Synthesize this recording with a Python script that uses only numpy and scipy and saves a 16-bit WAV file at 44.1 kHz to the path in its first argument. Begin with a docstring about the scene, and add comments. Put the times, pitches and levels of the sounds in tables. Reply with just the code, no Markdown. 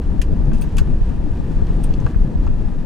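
"""Inside a small car rolling slowly over gravel: resonant body boom, noise-like tyre and engine rumble, crunch.
Stones knock and crack on the floor pan (noise bursts plus ringing modes); a loose metal part jingles.
Filtered bursts make short low surges of the rumble; bumps hum as short low tones. Low noise buffeting differs
between the two microphone ports; at listed times the recorder narrows this low sound towards mono for a
moment, then reopens it. Bell-shaped thumps fall mostly on the left."""
import sys
import numpy as np
from scipy import signal
from scipy.fft import rfft, irfft
from scipy.io import wavfile
from scipy.ndimage import uniform_filter1d

SR = 44100
rng = np.random.default_rng(int(sys.argv[2]) if len(sys.argv) > 2 else 0)


def wrap_up_sound(samples):
    """Save the sound to the file named by the first command line argument, as 16-bit audio."""
    columns = np.atleast_2d(samples).T
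    # keep every value between -1 and 1, then stretch to whole-number steps
    tamed = np.clip(columns, -1, 1)
    steps = np.round(tamed * 32767).astype(np.int16)
    wavfile.write(sys.argv[1], SR, steps)


def gain_from_decibels(decibels):
    """Convert decibel values to linear amplitude factors."""
    exponent = np.asarray(decibels, float) / 20
    return 10 ** exponent


N = 125685


def unit(x):
    """Scale to rms 1."""
    return x / np.sqrt(np.mean(x ** 2))


def decay(t, t60_s):
    """Exponential decay, 60 dB in t60_s."""
    return 1000.0 ** (-t / t60_s)


def log_axis(x):
    """log2 frequency of each rfft bin, offset by 1 Hz to keep DC finite."""
    return np.log2(np.arange(len(x) // 2 + 1) * SR / len(x) + 1)


def colour(x, table):
    """Filter by (frequency [Hz], gain [dB]) points joined on a log-frequency axis."""
    hz, db = np.array(table).T
    gain = gain_from_decibels(np.interp(log_axis(x), np.log2(hz), db))
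    return irfft(rfft(x) * gain, len(x))


def bell_filter(x, centre_hz, above_octaves, below_octaves):
    """Lopsided Gaussian band-pass on the log-frequency axis."""
    off = log_axis(x) - np.log2(centre_hz)
    width = np.where(off > 0, above_octaves, below_octaves)
    return irfft(rfft(x) * np.exp(-0.5 * (off / width) ** 2), len(x))


def bell(t, width):
    """Gaussian pulse, width at half height."""
    return np.exp(-4 * np.log(2) * (t / width) ** 2)


def walk(per_s):
    """Smoothed random steps, per_s new levels a second."""
    k = SR // per_s
    steps = np.repeat(rng.standard_normal(N // k + 1), k)
    return uniform_filter1d(uniform_filter1d(steps, k), k)[:N]


def ring(modes, t):
    """Decaying modes; random phase, strength and slight detuning at each blow."""
    out = 0
    for hz, db, t60_s in modes:
        strength, phase, detune = rng.random(3) - 0.5
        tone = np.sin(2 * np.pi * (hz * (1 + 0.015 * detune) * t + phase))
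        out = out + gain_from_decibels(db + 8 * strength) * tone * decay(t, t60_s)
    return out


def add(out, x, start_s):
    """Mix x into out at start_s, cut at the end."""
    i = int(start_s * SR)
    out[i:i + len(x)] += x[:N - i]


# road load: (time [s], boom level [dB], rumble level [dB], crunch level [dB])
ROAD_LOAD = [(0.0, -26, -9.5, -67), (0.018, -16.5, -25, -49.5), (0.35, -17.5, -23.5, -49.5),
             (0.54, -17, -23.5, -48.5), (0.59, -17.5, -23.5, -47.5), (1.09, -16, -25, -48.5),
             (1.19, -18.5, -27, -49.5), (1.45, -16.5, -24.5, -48), (1.7, -18.5, -22.5, -47.5),
             (1.99, -19, -24, -47), (2.06, -20, -17, -47.5), (2.11, -24.5, -23, -45.5),
             (2.16, -13.5, -26.5, -49.5), (2.22, -14, -23, -47.5), (2.29, -27, -22, -48),
             (2.36, -14.5, -23, -49.5), (2.44, -16.5, -23.5, -49), (2.54, -16.5, -27.5, -49.5),
             (2.61, -27.5, -24, -48.5), (2.65, -19, -27, -49), (2.85, -24.5, -25.5, -50)]


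def road(column):
    """Gain of one road-load column, interpolated in dB."""
    table = np.array(ROAD_LOAD)
    return gain_from_decibels(np.interp(np.arange(N) / SR, table[:, 0], table[:, column]))


# body resonances: (frequency [Hz], bandwidth [Hz], level [dB])
BODY_RESONANCES = [(20.9, 9.8, 5), (29.3, 12.5, 0), (36.8, 4.2, -6.5), (65.3, 24, -13)]


def boom():
    """The road shakes low body resonances: noise through peak filters."""
    out = 0
    for hz, width_hz, db in BODY_RESONANCES:
        b, a = signal.iirpeak(hz, hz / width_hz, SR)
        out = out + gain_from_decibels(db) * unit(signal.lfilter(b, a, rng.standard_normal(N)))
    band = signal.butter(2, [15, 80], "band", fs=SR, output="sos")
    return unit(signal.sosfilt(band, out)) * road(column=1)


# rumble spectrum: (frequency [Hz], density [dB per Hz])
RUMBLE_SPECTRUM = [(35, 1), (60, 0), (92, 0), (113, -6), (152, -0.5), (335, -12), (368, -14.5), (439, -18),
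                   (476, -18.5), (1000, -35), (1300, -45), (2200, -120)]


def rumble():
    """Tyre and engine rumble through the floor: coloured noise flickering in level."""
    flicker = gain_from_decibels(1.4 * (walk(per_s=20) + walk(per_s=40)))
    return unit(colour(rng.standard_normal(N) * flicker, RUMBLE_SPECTRUM)) * road(column=2)


# crunch spectrum: (frequency [Hz], density [dB per Hz])
CRUNCH_SPECTRUM = [(410, -81), (700, -6), (1010, -1), (1060, -9), (1180, -3.5), (1340, -10), (1740, -6.5),
                   (2170, -16.5), (2500, -13), (3000, -17), (10300, -31), (15700, -46)]
GRAINS_PER_S, GRAIN_T60_S = 400, 0.045
GRAIN_SPREAD_DB, GRAIN_TOP_DB = 9, 11
GRAIN_DB = -12  # all tails, re hiss


def crunch():
    """Gravel under the tyres: flickering hiss plus random grains with short noise tails."""
    grain_db = np.minimum(GRAIN_SPREAD_DB * rng.exponential(size=N), GRAIN_TOP_DB)
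    hits = (rng.random(N) < GRAINS_PER_S / SR) * gain_from_decibels(grain_db)
    tails = signal.lfilter([1], [1, -decay(1 / SR, GRAIN_T60_S)], hits)
    envelope = gain_from_decibels(walk(per_s=12)) + gain_from_decibels(GRAIN_DB) * unit(tails)
    return unit(colour(rng.standard_normal(N) * envelope, CRUNCH_SPECTRUM)) * road(column=3)


# port-difference spectrum: (frequency [Hz], density [dB per Hz])
BUFFET_SPECTRUM = [(8.8, -30), (15, 4), (49, 0.5), (236, -7.5), (463, -23), (520, -28), (875, -26),
                   (1060, -42), (1290, -35), (1500, -43), (1950, -79), (3300, -120)]
BUFFET_DB = -21  # before flicker and folds
LINKED_DB, LINKED_LEAD_RAD = -2.5, 1  # part following the centre sound


def buffeting(centre):
    """Low pressure difference between the ports: flickering noise plus phase-led centre sound."""
    linked = (signal.hilbert(centre) * np.exp(1j * LINKED_LEAD_RAD)).real
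    linked = signal.sosfiltfilt(signal.butter(2, 900, fs=SR, output="sos"), linked)
    free = unit(colour(rng.standard_normal(N), BUFFET_SPECTRUM))
    return (free * gain_from_decibels(BUFFET_DB) + gain_from_decibels(LINKED_DB) * linked) * gain_from_decibels(0.74 * walk(per_s=20))


# narrowing of the low sound: (start [s], length [s], level change of the difference [dB])
STEREO_FOLDS = [(0, 0.046, -14.5), (0.204, 0.063, -14.5), (0.348, 0.022, -1), (0.44, 0.02, -4),
                (0.684, 0.05, -11), (0.84, 0.026, -4), (0.932, 0.051, -15), (1.022, 0.055, -15),
                (1.313, 0.054, -14), (1.423, 0.046, -4.5), (1.556, 0.014, -19), (1.639, 0.032, -12),
                (1.721, 0.032, -15), (1.857, 0.028, -6), (1.925, 0.025, -20), (2.078, 0.052, -12),
                (2.157, 0.03, -22), (2.271, 0.031, -11), (2.357, 0.048, -15)]
FOLD_FALL_S, FOLD_RISE_S = 0.0059, 0.022


def stereo_folds():
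    """The recorder narrows the low sound towards mono, then reopens it: gain of its port difference."""
    t, fold_db = np.arange(N) / SR, 0
    for start_s, length_s, change_db in STEREO_FOLDS:
        corners_s = [-FOLD_FALL_S, 0, length_s, length_s + FOLD_RISE_S]
        fold_db = fold_db + change_db * np.interp(t - start_s, corners_s, [0, 1, 1, 0])
    return gain_from_decibels(fold_db)


# port-difference thumps: (peak time [s], level [dB], push +1 or pull -1, width [ms])
AIR_THUMPS = [(0.1977, 2.5, 1, 4.8), (0.3313, 0.3, 1, 2.7), (0.4066, -7.5, -1, 3.6), (0.4235, -4.1, 1, 4.1),
              (0.4878, -7.4, 1, 3.1), (0.5134, -6.9, -1, 1.9), (0.521, -6.5, -1, 1.7),
              (0.5382, -3.6, 1, 2.4), (0.5628, -7.0, -1, 2.2), (0.6043, -5.7, 1, 3.4),
              (0.6174, -5.5, -1, 5.5), (0.6389, -4.5, 1, 3.2), (0.6759, -3.4, 1, 4.5),
              (0.8179, 4.3, 1, 4.9), (0.8839, -6.2, -1, 3.3), (0.9354, -2.2, -1, 6.8),
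              (1.0187, 0.9, 1, 6.0), (1.3091, -3.0, -1, 5.1), (1.4012, -5.7, -1, 2.5),
              (1.5698, -2.5, -1, 4.8), (1.624, -0.0, -1, 5.6), (1.7061, 0.9, -1, 4.0),
              (1.8481, -3.5, 1, 2.7), (1.9102, -0.8, 1, 5.3), (1.9909, -1.6, -1, 4.5),
              (2.0541, 3.8, -1, 4.4), (2.1645, 1.9, 1, 4.3), (2.2437, -4.9, 1, 3.5), (2.3589, -1.5, 1, 6.0),
              (2.4322, -7.6, -1, 4.4), (2.4555, -4.3, 1, 4.0), (2.483, -6.1, -1, 3.9),
              (2.5046, -3.2, 1, 5.0), (2.6568, -6.3, 1, 4.4)]


def thumps():
    """Single strong pushes or pulls of air: slightly ragged bell pulses."""
    out, t = np.zeros(N), np.arange(-1024, 1024) / SR
    for peak_s, db, sign, width_ms in AIR_THUMPS:
        smooth = uniform_filter1d(uniform_filter1d(rng.standard_normal(len(t)), 40), 40)
        ragged = 1 + 0.094 * unit(smooth)
        add(out, sign * gain_from_decibels(db) * bell(t, width_ms / 1000) * ragged, peak_s - 1024 / SR)
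    return out


# burst noise spectrum: (frequency [Hz], density [dB per Hz])
BURST_SPECTRUM = [(250, -24), (550, -13), (1550, 0.5), (2170, -10.5), (2680, -3.5), (3750, -13.5),
                  (4900, -10.5), (5710, -15), (6210, -8.5), (7350, -12.5), (15700, -22)]
# ringing pan modes: (frequency [Hz], level [dB], T60 [s])
PAN_RINGING = [(820, -1.5, .08), (1143, 3.5, .09), (1585, 1, 0.076), (2600, 1.5, 0.054), (3365, -4, 0.067),
               (4410, -9.5, 0.067), (6210, -10, 0.041), (6980, -15, 0.05), (8050, -8, 0.078),
               (10300, -1, 0.045), (12200, -11, .05)]
MODES_DB, BELOW_OCTAVES = -6.5, 0.42
ONSET_DB, ONSET_T60_S = 2, 0.025  # fast part, re slow part
ATTACK_S, SIDE_DB = 0.0008, -8  # shared with jingles; side = half the port difference


def bursts(rows):
    """Noise and pan modes, band-passed, with a fast and a slow decay. Returns centre, side."""
    out, t = np.zeros((2, N)), np.arange(8192) / SR
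    for start_s, db, hz, octaves, t60_s in rows:
        fall = decay(t, t60_s) + gain_from_decibels(ONSET_DB) * decay(t, ONSET_T60_S)
        envelope = (1 - np.exp(-t / ATTACK_S)) * fall / 2
        for channel, channel_db in zip(out, (0, SIDE_DB)):
            noise = unit(colour(rng.standard_normal(len(t)), BURST_SPECTRUM))
            x = noise + gain_from_decibels(MODES_DB) * ring(PAN_RINGING, t)
            x = bell_filter(x, hz, octaves, BELOW_OCTAVES)
            x = x / np.std(x[:400]) / 2  # level set by the first 9 ms
            add(channel, gain_from_decibels(db + channel_db) * envelope * x, start_s)
    return out


# stone blows and rumble surges: (time [s], level [dB], pitch [Hz], spread above pitch [octaves], T60 [s])
BURSTS = [(0.2158, -21.5, 2360, 2.1, 0.088), (.332, -31, 447, 0.23, 0.13), (0.454, -48, 5850, 0.35, 0.053),
          (0.5163, -30, 700, 1.3, 0.079), (0.532, -38, 2600, 1.7, 0.43), (0.619, -31, 2600, 1.9, 0.11),
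          (0.689, -45, 3000, 1.2, 0.064), (0.7676, -28.5, 2690, 3, 0.13), (0.782, -18.5, 2700, 2.2, 0.085),
          (0.7839, -21.5, 1390, 0.38, 0.13), (1.091, -40, 900, 3, 0.11), (1.263, -29, 330, 0.54, 0.11),
          (1.315, -55, 10500, .4, .07), (1.667, -41, 3000, 0.84, 0.069), (1.709, -45, 3000, 0.4, .05),
          (1.765, -51, 9000, .6, .02), (1.8, -27, 420, 0.44, 0.096), (1.837, -35, 2600, 2.6, 0.11),
          (1.928, -45, 2020, 1.2, 0.042), (1.9375, -32.5, 3700, 0.64, 0.046),
          (2.0, -45.5, 5900, 0.41, 0.12), (2.02, -29.5, 646, 0.46, 0.055), (2.062, -34, 1800, 1.53, .09),
          (2.065, -20.5, 640, 1.13, 0.1), (2.1447, -35, 1300, 0.7, 0.048), (2.33, -41, 620, .25, 0.15),
          (2.464, -44, 5360, 0.29, 0.045), (2.467, -24, 800, 0.6, 0.073), (2.474, -39, 2300, 0.85, .05)]
SURGE_TIMES_S = (0.332, 1.263, 1.8)
STONE_HITS = [row for row in BURSTS if row[0] not in SURGE_TIMES_S]
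RUMBLE_SURGES = [row for row in BURSTS if row[0] in SURGE_TIMES_S]


def stones():
    """Stones crack on the pan and make it ring: low pitches knock, high ones tick."""
    return bursts(STONE_HITS)


def surges():
    """Short low surges of the road rumble: bursts band-passed at low pitch."""
    return bursts(RUMBLE_SURGES)


# floor hums: (peak time [s], level [dB], frequency at peak [Hz], width [s], glide [Hz/s])
FLOOR_BUMPS = [(0.494, -17, 140, 0.048, 100), (.54, -22, 221, 0.038, 600), (1.272, -26.5, 290.5, 0.034, 0),
               (2.015, -22, 150, .028, 0), (2.04, -18.5, 124, 0.03, 0)]


def bumps():
    """Bumps set the floor humming: bell-shaped swells of one low tone that may glide."""
    out = 0
    for peak_s, db, hz, width_s, glide_hz_per_s in FLOOR_BUMPS:
        t = np.arange(N) / SR - peak_s
        cycles = (hz + glide_hz_per_s * t / 2) * t + rng.random()
        out = out + gain_from_decibels(db) * bell(t, width_s) * np.sin(2 * np.pi * cycles)
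    return out


# loose-metal jingles: (time [s], level [dB], gain of modes above 13 kHz [dB])
METAL_JINGLES = [(0.527, -52, -10), (0.541, -50, 6), (0.573, -45.5, -8), (0.6083, -32.5, 2),
                 (0.622, -40, -1), (1.83, -35.5, -6), (1.8385, -32.5, -9)]
# metal modes: (frequency [Hz], level [dB], T60 [s])
METAL_MODES = [(6100, -16, .05), (8500, 0, 0.045), (8990, -4, 0.065), (9550, -11, .05), (11800, -16, 0.04),
               (14780, -11, .075), (15020, -11, .075)]
RATTLE_S, RATTLE_TICKS = 0.012, 6
TICK_DB, TICK_T60_S = -6, 0.03


def jingles():
    """A loose metal part chatters on its seat: random ticks with high modes. Returns centre, side."""
    out, t = np.zeros((2, N)), np.arange(8192) / SR
    attack = 1 - np.exp(-t / ATTACK_S)
    for start_s, db, top_db in METAL_JINGLES:
        modes = [(hz, mode_db + top_db * (hz > 13000), t60_s) for hz, mode_db, t60_s in METAL_MODES]
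        for late, size in rng.random((RATTLE_TICKS, 2)):
            for channel, channel_db in zip(out, (0, SIDE_DB)):
                tick = gain_from_decibels(TICK_DB) * rng.standard_normal(len(t)) * decay(t, TICK_T60_S)
                blow = size / 2 * (ring(modes, t) + tick) * attack
                add(channel, gain_from_decibels(db + channel_db) * blow, start_s + late * RATTLE_S)
    return out


def split(difference, left_share):
    """Share a port difference between left and inverted right."""
    return difference * np.array([[left_share], [left_share - 1]])


def scene():
    """Centre sound in both ports; buffeting and thumps fall mostly on the left."""
    burst_centre, burst_side = stones() + surges() + jingles()
    centre = boom() + rumble() + bumps() + crunch() + burst_centre
    wide = gain_from_decibels(-0.5) * crunch() + 2 * burst_side  # independent second crunch
    low_difference = buffeting(centre) * stereo_folds()
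    out = centre + split(wide, 0.49) + split(low_difference, 0.83)
    return out + split(thumps(), 0.67)


def band_limit(x):
    """A steep low-pass at the top of the band."""
    return signal.sosfilt(signal.butter(12, 15820, fs=SR, output="sos"), x)


def record(dry):
    """Hard clipping at full scale."""
    mix = np.clip(dry, -1, 1)
    return band_limit(mix)


dry = scene()
out = record(dry)
wrap_up_sound(out)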